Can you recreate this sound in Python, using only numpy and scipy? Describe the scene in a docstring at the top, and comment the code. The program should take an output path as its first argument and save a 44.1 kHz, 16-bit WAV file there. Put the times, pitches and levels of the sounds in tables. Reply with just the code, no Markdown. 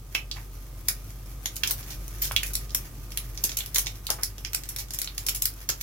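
"""Mustard seeds splutter in hot oil in a wok, close to the microphone, in a small kitchen.
Husks crack and let out noisy spurts of steam, bubbles ring as decaying sines, and the pops crowd together
as it heats; steam whistles now and then, and dull knocks sound in the pan as band-passed noise.
A fine sizzle of random ticks and the fan and hum of the hob lie underneath.
The bowl and the room answer with short echoes."""
import sys
import numpy as np
from scipy import signal
from scipy.fft import rfft, irfft
from scipy.io import wavfile
from scipy.ndimage import uniform_filter1d

SR = 44100
rng = np.random.default_rng(int(sys.argv[2]) if len(sys.argv) > 2 else 0)


def unload_wav(signal):
    """Save mono or channel-first audio to the path in sys.argv[1] as 16-bit WAV at rate SR, clipped to [-1, 1]."""
    wavfile.write(
        sys.argv[1],
        SR,
        np.round(np.clip(np.atleast_2d(signal).T, -1, 1) * 32767).astype(np.int16),
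    )


N = 256662
TIME = np.arange(N) / SR  # s


def gain_of(db):
    """Logarithmic level: decibels become an amplitude ratio."""
    return 10 ** (np.asarray(db) / 20)


def evened(x):
    """Normalisation: scales a signal to rms 1."""
    return x / np.sqrt(np.mean(x ** 2) + 1e-20)


def read(points, hz):
    """Interpolation: joins points by straight lines on a log-frequency axis."""
    f, value = np.transpose(points)
    return np.interp(np.log(hz + 1), np.log(f + 1), value)


def over_time(points):
    """Interpolation: joins points in time by straight lines."""
    return np.interp(TIME, *np.transpose(points))


def add(mix, s, sound):
    """Superposition: lays a two-channel sound into the mix at time s."""
    part = mix[:, max(round(s * SR), 0):][:, :sound.shape[1]]
    part += sound[:, :part.shape[1]]


def minimum_phase(points, size=512):
    """Minimum phase: the impulse response that delivers this spectrum's energy soonest."""
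    db = np.maximum(read(points, abs(np.fft.fftfreq(size, 1 / SR))), -100)
    log_spectrum = np.conj(signal.hilbert(np.log(gain_of(db))))
    return np.fft.ifft(np.exp(log_spectrum)).real


def drift(cutoff_hz):
    """Random modulation: noise of rms 1 kept slow by a Gaussian low-pass."""
    lowpass = np.exp(-(np.fft.rfftfreq(N, 1 / SR) / cutoff_hz) ** 2)
    return evened(irfft(rfft(rng.standard_normal(N)) * lowpass, N))


def tone(hz):
    """Phase accumulation: a sine whose frequency may vary from sample to sample."""
    return np.sin(2 * np.pi * np.cumsum(hz) / SR)


def unsteady(share, size, smooth):
    """Frequency modulation: a factor round 1, its rms deviation a share of the pitch."""
    return 1 + share * evened(uniform_filter1d(rng.standard_normal(size), size=smooth))


def burst(envelope, colour, db, same):
    """Turbulence: coloured noise under an envelope; same is the power share alike at both ports."""
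    common, left, right = rng.choice([-1., 1.], (3, len(envelope)))
    noise = np.sqrt(same) * common + np.sqrt(1 - same) * np.array([left, right])
    sound = signal.fftconvolve(noise * envelope, colour[None], axes=1)
    # Each channel is given the energy of the envelope at the given level.
    return gain_of(db) * sound * np.linalg.norm(envelope) / np.linalg.norm(sound, axis=1, keepdims=True)


def spurt_shape(length, rise_s=0.00064, size=6000):
    """Emptying vessel: flow starts at once and fades as the seed empties."""
    t = np.arange(size) / SR
    return (1 - np.exp(-t / rise_s)) * np.exp(-(t / length) ** 2)


# Spectrum of the fan's air. Each row: frequency in Hz, relative density in dB per Hz.
FAN = [(20, -25), (45, 6), (75, 1.5), (120, 7), (200, -10), (320, -8), (420, -13.5), (950, -21.5),
       (1210, -18), (1500, -27.5), (4000, -27)]
FAN_DB = -45.5  # rms of the air before the swell
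# Likeness of the fan's air at the two ports. Each row: frequency in Hz, correlation from -1 to 1.
LIKENESS = [(50, 1), (250, 0.9), (600, 0.98), (3000, 0.12)]
# Tones of the hob. Each row: frequency in Hz, level in dB before throb and swell, rms waver as a share of pitch.
HUM = [(46.9, -40.5, 0.022), (98.2, -54, 0.0166), (1225, -68.5, 0.0097)]
# Swell of the whole drone. Each row: time in seconds, gain in dB.
DRONE = [(0, -1.5), (2.4, 2.5), (4.6, -1.5)]


def hob():
    """Broadband flow noise and tonal noise: the fan's rush, and wavering tones of rotor and mains."""
    hz = np.fft.rfftfreq(N, 1 / SR)
    a, b = rfft(rng.standard_normal((2, N)))
    same = np.clip(read(LIKENESS, hz), -1, 1)
    pair = np.array([a, same * a + np.sqrt(1 - same ** 2) * b])
    air = irfft(pair * gain_of(read(FAN, hz)), N)
    throb = 1 + .17 * drift(5)
    tones = sum(gain_of(db) * evened(tone(f * (1 + waver * drift(7.9)))) for f, db, waver in HUM)
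    return gain_of(over_time(DRONE)) * (gain_of(FAN_DB) * evened(air) + throb * tones)


# Spectrum of a sizzle tick. Each row: frequency in Hz, relative density in dB per Hz.
SIZZLE = [(500, -7.5), (1500, -1.5), (2500, -2), (4000, -6), (6300, 0), (8500, -9.5), (11500, 2),
          (15700, -2), (17000, -4.5)]
# Course of the fine sizzle. Each row: time in seconds, level in dB before the trim.
SIMMER = [(0, -53.5), (.8, -52.5), (1.3, -50.5), (1.9, -45), (3, -51.5), (3.7, -46.5), (4.4, -51.5),
          (5.1, -48), (5.82, -52.5)]


def sizzle(per_s=1500, spread_db=2.0, trim_db=-3.0, clump_db=3.0, clump_hz=18):
    """Shot noise: tiny bubbles burst at random round the seeds in little flurries; a few are larger."""
    size_db = spread_db * np.minimum(rng.exponential(1, N), 7) + clump_db * drift(clump_hz)
    bursting = rng.random(N) < per_s / SR
    impulses = gain_of(size_db) * bursting * rng.standard_normal((2, N))
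    ticks = signal.oaconvolve(impulses, minimum_phase(SIZZLE)[None], axes=1)[:, :N]
    return evened(ticks) * gain_of(trim_db + over_time(SIMMER))


# Dull knocks in the pan. Each row: start in seconds, fade time in seconds, centre in Hz, dry level in dB.
KNOCKS = [(0.362, 0.033, 1260, -45.5), (1.694, 0.036, 730, -46), (2.3113, 0.00091, 820, -14.5),
          (3.443, 0.0078, 237, -39), (3.762, 0.036, 766, -43.5), (4.089, 0.04, 800, -38),
          (4.106, 0.0018, 915, -27), (4.184, 0.024, 850, -43), (5.6948, 0.0027, 700, -26.5)]


def knocks(spread=2.0):
    """Damped resonance: the oil broadens each short knock to an octave either side of its centre."""
    out = np.zeros((2, N))
    for s, length, hz, db in KNOCKS:
        band = signal.butter(2, [hz / spread, hz * spread], "bandpass", fs=SR)
        colour = signal.lfilter(*band, signal.unit_impulse(SR // 100))
        add(out, s, burst(spurt_shape(length), colour, db, same=.85))
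    return out


# Steam whistling through a split husk. Each row: start in seconds, fade time in seconds, mean pitch in Hz,
# dry level in dB.
WHISTLES = [(2.218, 0.019, 14460, -26), (2.217, 0.015, 12000, -34)]


def whistles(waver=0.008):
    """Jet tone: a narrow steam jet sings an unsteady high note."""
    out = np.zeros((2, N))
    for s, length, hz, db in WHISTLES:
        shape = spurt_shape(length)
        pitch = hz * unsteady(waver, len(shape), smooth=60)
        note = gain_of(db) * shape * evened(tone(pitch))
        add(out, s, np.array([note, note]))
    return out


# Bubbles that ring as they burst. Each row: start in seconds, mean pitch in Hz, decay by 60 dB in seconds,
# dry level in dB.
BUBBLES = [(0.1502, 2584, 0.023, -16.5), (0.3138, 4680, 0.0049, -20.5), (0.3195, 4660, 0.0041, -31),
           (0.8855, 2760, 0.0024, -27), (1.4578, 2930, 0.0025, -24), (1.6352, 3160, 0.0052, -11),
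           (1.6365, 4230, 0.002, -15), (2.3119, 2200, 0.0047, -28.5), (2.3634, 3580, 0.0091, -9.5),
           (2.432, 2520, 0.014, -24), (3.606, 3300, 0.011, -23.5), (3.76, 3480, 0.01, -19.5),
           (3.8688, 3600, 0.0082, -21.5), (5.075, 4270, 0.0042, -21), (5.6897, 5450, 0.003, -15.5)]
# Close modes of a lopsided bubble. Each row: multiple of its pitch, relative level in dB.
LOBES = [(0.872, -3), (1, 5.5), (1.13, -0.5)]


def bubbles(rise_s=.0001, flutter=0.071, size=2000):
    """Cavity resonance: a bursting bubble rings in a few close modes, its pitch fluttering a little."""
    out, t = np.zeros((2, N)), np.arange(size) / SR
    for s, hz, t60, db in BUBBLES:
        turns = np.cumsum(hz * unsteady(flutter, size, smooth=20)) / SR
        fade = gain_of(-60 * t / t60)
        ring = sum(gain_of(lobe_db) * np.sin(2 * np.pi * ratio * turns) for ratio, lobe_db in LOBES)
        ring *= fade * (1 - np.exp(-t / rise_s))
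        ring *= gain_of(db) * np.linalg.norm(fade) / np.linalg.norm(ring)
        add(out, s, np.array([ring, ring]))
    return out


def crack_share(length, even_s=0.012):
    """Energy partition: quick pops are all crack, slow ones mostly steam; equal at even_s."""
    return 1 / (1 + (length / even_s) ** 1.5)


# Seeds popping. Each row: time of the crack in seconds (steam leaks just before), snap level in dB (mainly
# 2-7 kHz), fizz level in dB (mainly above 7 kHz), steam's escape time in seconds. Levels are dry, for crack
# and steam together, as if packed into 1 ms.
POPS = [(0.1496, -20.5, -24.5, 0.01), (0.3138, -29, -39, .001), (0.361, -41, -56, .02),
        (0.8857, -15, -10, 0.0038), (1.458, -18, -22, 0.0011), (1.5583, -38, -24.5, 0.014),
        (1.566, -32.5, -24.5, .001), (1.636, -21.5, -21, 0.0072), (1.6748, -23, -18, 0.0092),
        (1.699, -29, -26, 0.012), (1.7097, -22.5, -13, .003), (1.7155, -31, -21.5, .003),
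        (1.829, -37.5, -46, .012), (1.905, -29.5, -32, 0.04), (2.08, -38.5, -31.5, 0.00074),
        (2.221, -19.5, -15.5, 0.05), (2.319, -30, -25.5, 0.00094), (2.3636, -21, -18.5, 0.00045),
        (2.4331, -23.5, -21, 0.0054), (2.463, -34, -23, .026), (2.5349, -31.5, -22, 0.028),
        (2.5533, -21.5, -15, .001), (2.695, -39, -50, .004), (2.706, -37.5, -43, .003),
        (2.7483, -21, -11, 0.0027), (3.12, -34, -34.5, 0.0065), (3.174, -22.5, -15.5, 0.0019),
        (3.3755, -27.5, -36, .001), (3.4397, -18, -10.5, 0.016), (3.4944, -25, -32, 0.01),
        (3.518, -28.5, -37, .004), (3.5713, -25, -16, 0.0082), (3.5889, -27.5, -18.5, 0.0021),
        (3.661, -35.5, -26, .001), (3.746, -18.5, -12, 0.032), (3.759, -17, -16, 0.00058),
        (3.783, -18, -10, 0.019), (3.8613, -27, -38, .003), (3.8691, -24, -31, .003),
        (3.956, -42, -48, .006), (4.068, -24.5, -24.5, 0.0025), (4.1032, -14.5, -12, .002),
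        (4.234, -21, -14.5, 0.0032), (4.382, -35, -38, .005), (4.4488, -22.5, -34.5, .001),
        (4.5329, -27, -25, 0.0014), (4.5477, -20, -15, 0.0039), (4.636, -33, -33, 0.00075),
        (4.691, -33, -21, 0.014), (4.7627, -28, -21, .002), (4.7867, -24, -21, 0.028),
        (4.9069, -31.5, -27, 0.00072), (4.9363, -29.5, -22, .024), (4.988, -28.5, -19.5, .001),
        (5.0168, -27, -17.5, 0.0012), (5.045, -29.5, -32, .001), (5.1805, -26.5, -20, 0.005),
        (5.2661, -23.5, -17.5, 0.0058), (5.2866, -17, -13.5, 0.013), (5.349, -27, -18, 0.029),
        (5.4219, -23.5, -12, 0.0056), (5.4559, -20.5, -11, .004), (5.6911, -20, -17.5, .001),
        (5.6951, -22, -25, 0.0018), (5.701, -19.5, -23, .004), (5.811, -29, -23, .01)]
# Spectrum of the snap. Each row: frequency in Hz, relative density in dB per Hz.
SNAP = [(100, -17.5), (400, -12), (1050, -11), (1500, -11.5), (2300, -3), (3600, 0), (5500, 4.5),
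        (7000, 2.5), (9000, -11), (14000, -35.5)]
# Spectrum of the fizz. Each row: frequency in Hz, relative density in dB per Hz.
FIZZ = [(2000, -84), (5500, -7), (7200, -2.5), (8700, -8), (11000, 1), (13000, -1.5), (15700, -6),
        (17000, -3.5)]


def packed(shape):
    """Energy normalisation: gives an envelope the energy of a unit level held for one millisecond."""
    return shape * np.sqrt(SR / 1000) / np.linalg.norm(shape)


def spurts(snap, fizz, droplets_per_s=500, droplet_db=7, droplet_s=0.00059):
    """Jet noise: steam hisses through the oil and flings off droplets that crackle."""
    leak_share, leak_s = 0.71, .003  # steam leaks before the husk gives way: share of its length, limit in s
    out = np.zeros((2, N))
    for crack_s, snap_db, fizz_db, length in POPS:
        shape = spurt_shape(length)
        droplets = rng.exponential(1, len(shape)) * (rng.random(len(shape)) < droplets_per_s / SR)
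        crackle = signal.lfilter([1], [1, -np.exp(-1 / (droplet_s * SR))], droplets)
        ragged = packed(shape * (1 + gain_of(droplet_db) * crackle))
        ragged *= np.sqrt(1 - crack_share(length))
        hiss = burst(ragged, snap, snap_db, same=0.23) + burst(ragged, fizz, fizz_db, same=0.2)
        add(out, crack_s - min(leak_share * length, leak_s), hiss)
    return out


def cracks(snap, fizz, decay_s=0.00041, faint_db=-42, count=24, size=160):
    """Impulsive fracture: each husk splits in a fraction of a millisecond; faint spits fall between."""
    out, t = np.zeros((2, N)), np.arange(size) / SR
    shape = packed(np.exp(-t / decay_s) - np.exp(-3 * t / decay_s))
    when, snap_spread, fizz_spread = rng.random((count, 3)).T
    spit_s = np.sqrt(when) * N / SR  # denser with heat
    no_steam = np.zeros(count)
    spits = np.transpose([spit_s, faint_db - 10 * snap_spread, faint_db - 10 * fizz_spread, no_steam])
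    for crack_s, snap_db, fizz_db, length in [*POPS, *spits]:
        split = shape * np.sqrt(crack_share(length))
        add(out, crack_s, burst(split, snap, snap_db, same=0.63) + burst(split, fizz, fizz_db, same=0.62))
    return out


# Modes of the bowl's metal. Each row: frequency in Hz, relative level in dB.
WOK = [(780, -10), (1455, -5), (2384, -4), (3736, -4)]
# Reverberation of the kitchen. Each row: frequency in Hz, decay by 60 dB in seconds.
KITCHEN = [(200, 0.32), (2700, 0.18), (7000, 0.15), (15000, 0.16)]


def echoes(wok_db=-7, wok_s=0.0016, ring_db=-18.0, ring_t60=0.099, room_db=0.0, build_s=0.00085, size=16384):
    """Impulse response of one spot: quick echoes off the bowl, its damped ring, the kitchen's short tail."""
    t = np.arange(size) / SR
    arrivals = rng.random((2, size)) < 5000 / SR  # 5000 per second
    bowl = rng.standard_normal((2, size)) * arrivals * (t > .0004) * np.exp(-t / wok_s)
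    ring = sum(gain_of(db - 60 * t / ring_t60) * np.sin(2 * np.pi * (hz * t + rng.random((2, 1))))
               for hz, db in WOK)
    hz, at, z = signal.stft(rng.standard_normal((2, size)), SR, nperseg=256)
    decay = gain_of(-60 * at / read(KITCHEN, hz)[:, None])
    tail = signal.istft(z * decay, SR, nperseg=256)[1][:, :size]
    tail *= 1 - np.exp(-(t / build_s) ** 2)
    parts = (wok_db, bowl), (ring_db, ring), (room_db, tail)
    return sum(gain_of(db) * h / np.linalg.norm(h, axis=1, keepdims=True) for db, h in parts)


def kitchen(x, count=5):
    """Convolution: sound takes turns among a few spots, each with its own pattern of echoes."""
    spot = np.arange(N) // (SR // 10) % count  # a new spot every 0.1 s
    return sum(signal.oaconvolve(x * (spot == k), echoes(), axes=1)[:, :N] for k in range(count))


# Colour between the two microphone ports. Each row: frequency in Hz, left minus right in dB.
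TILT = [(300, 7.5), (2200, -8.5), (3600, 0), (5500, -8), (7200, -1), (9000, 5), (11500, 0.5), (14500, 3)]


def ports(x, lag_s=.00007):
    """Interchannel difference: each port has its own colour, and the right one hears slightly later."""
    hz = np.fft.rfftfreq(N, 1 / SR)
    lean = gain_of(read(TILT, hz) / 2)
    lag = np.exp(-2j * np.pi * hz * lag_s)
    return irfft(rfft(x) * np.array([lean, lag / lean]), N)


def scene():
    """Direct and reverberant sound: the pan sounds in the kitchen, over the hob."""
    snap, fizz, thuds = minimum_phase(SNAP), minimum_phase(FIZZ), knocks()
    oil = sizzle() + whistles() + bubbles() + spurts(snap, fizz) + cracks(snap, fizz)
    # Knocks go through the metal and stir the kitchen's air less than the pops do.
    room = kitchen(oil + gain_of(-3.5) * thuds)
    return hob() + ports(oil + thuds + room)


def record(dry, edge_hz=16050):
    """Band limitation: the recorder's low-pass, of linear phase."""
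    lowpass = signal.firwin(201, edge_hz, window=("kaiser", 9), fs=SR)
    return signal.oaconvolve(dry, lowpass[None], "same")


dry = scene()
out = record(dry)
unload_wav(out)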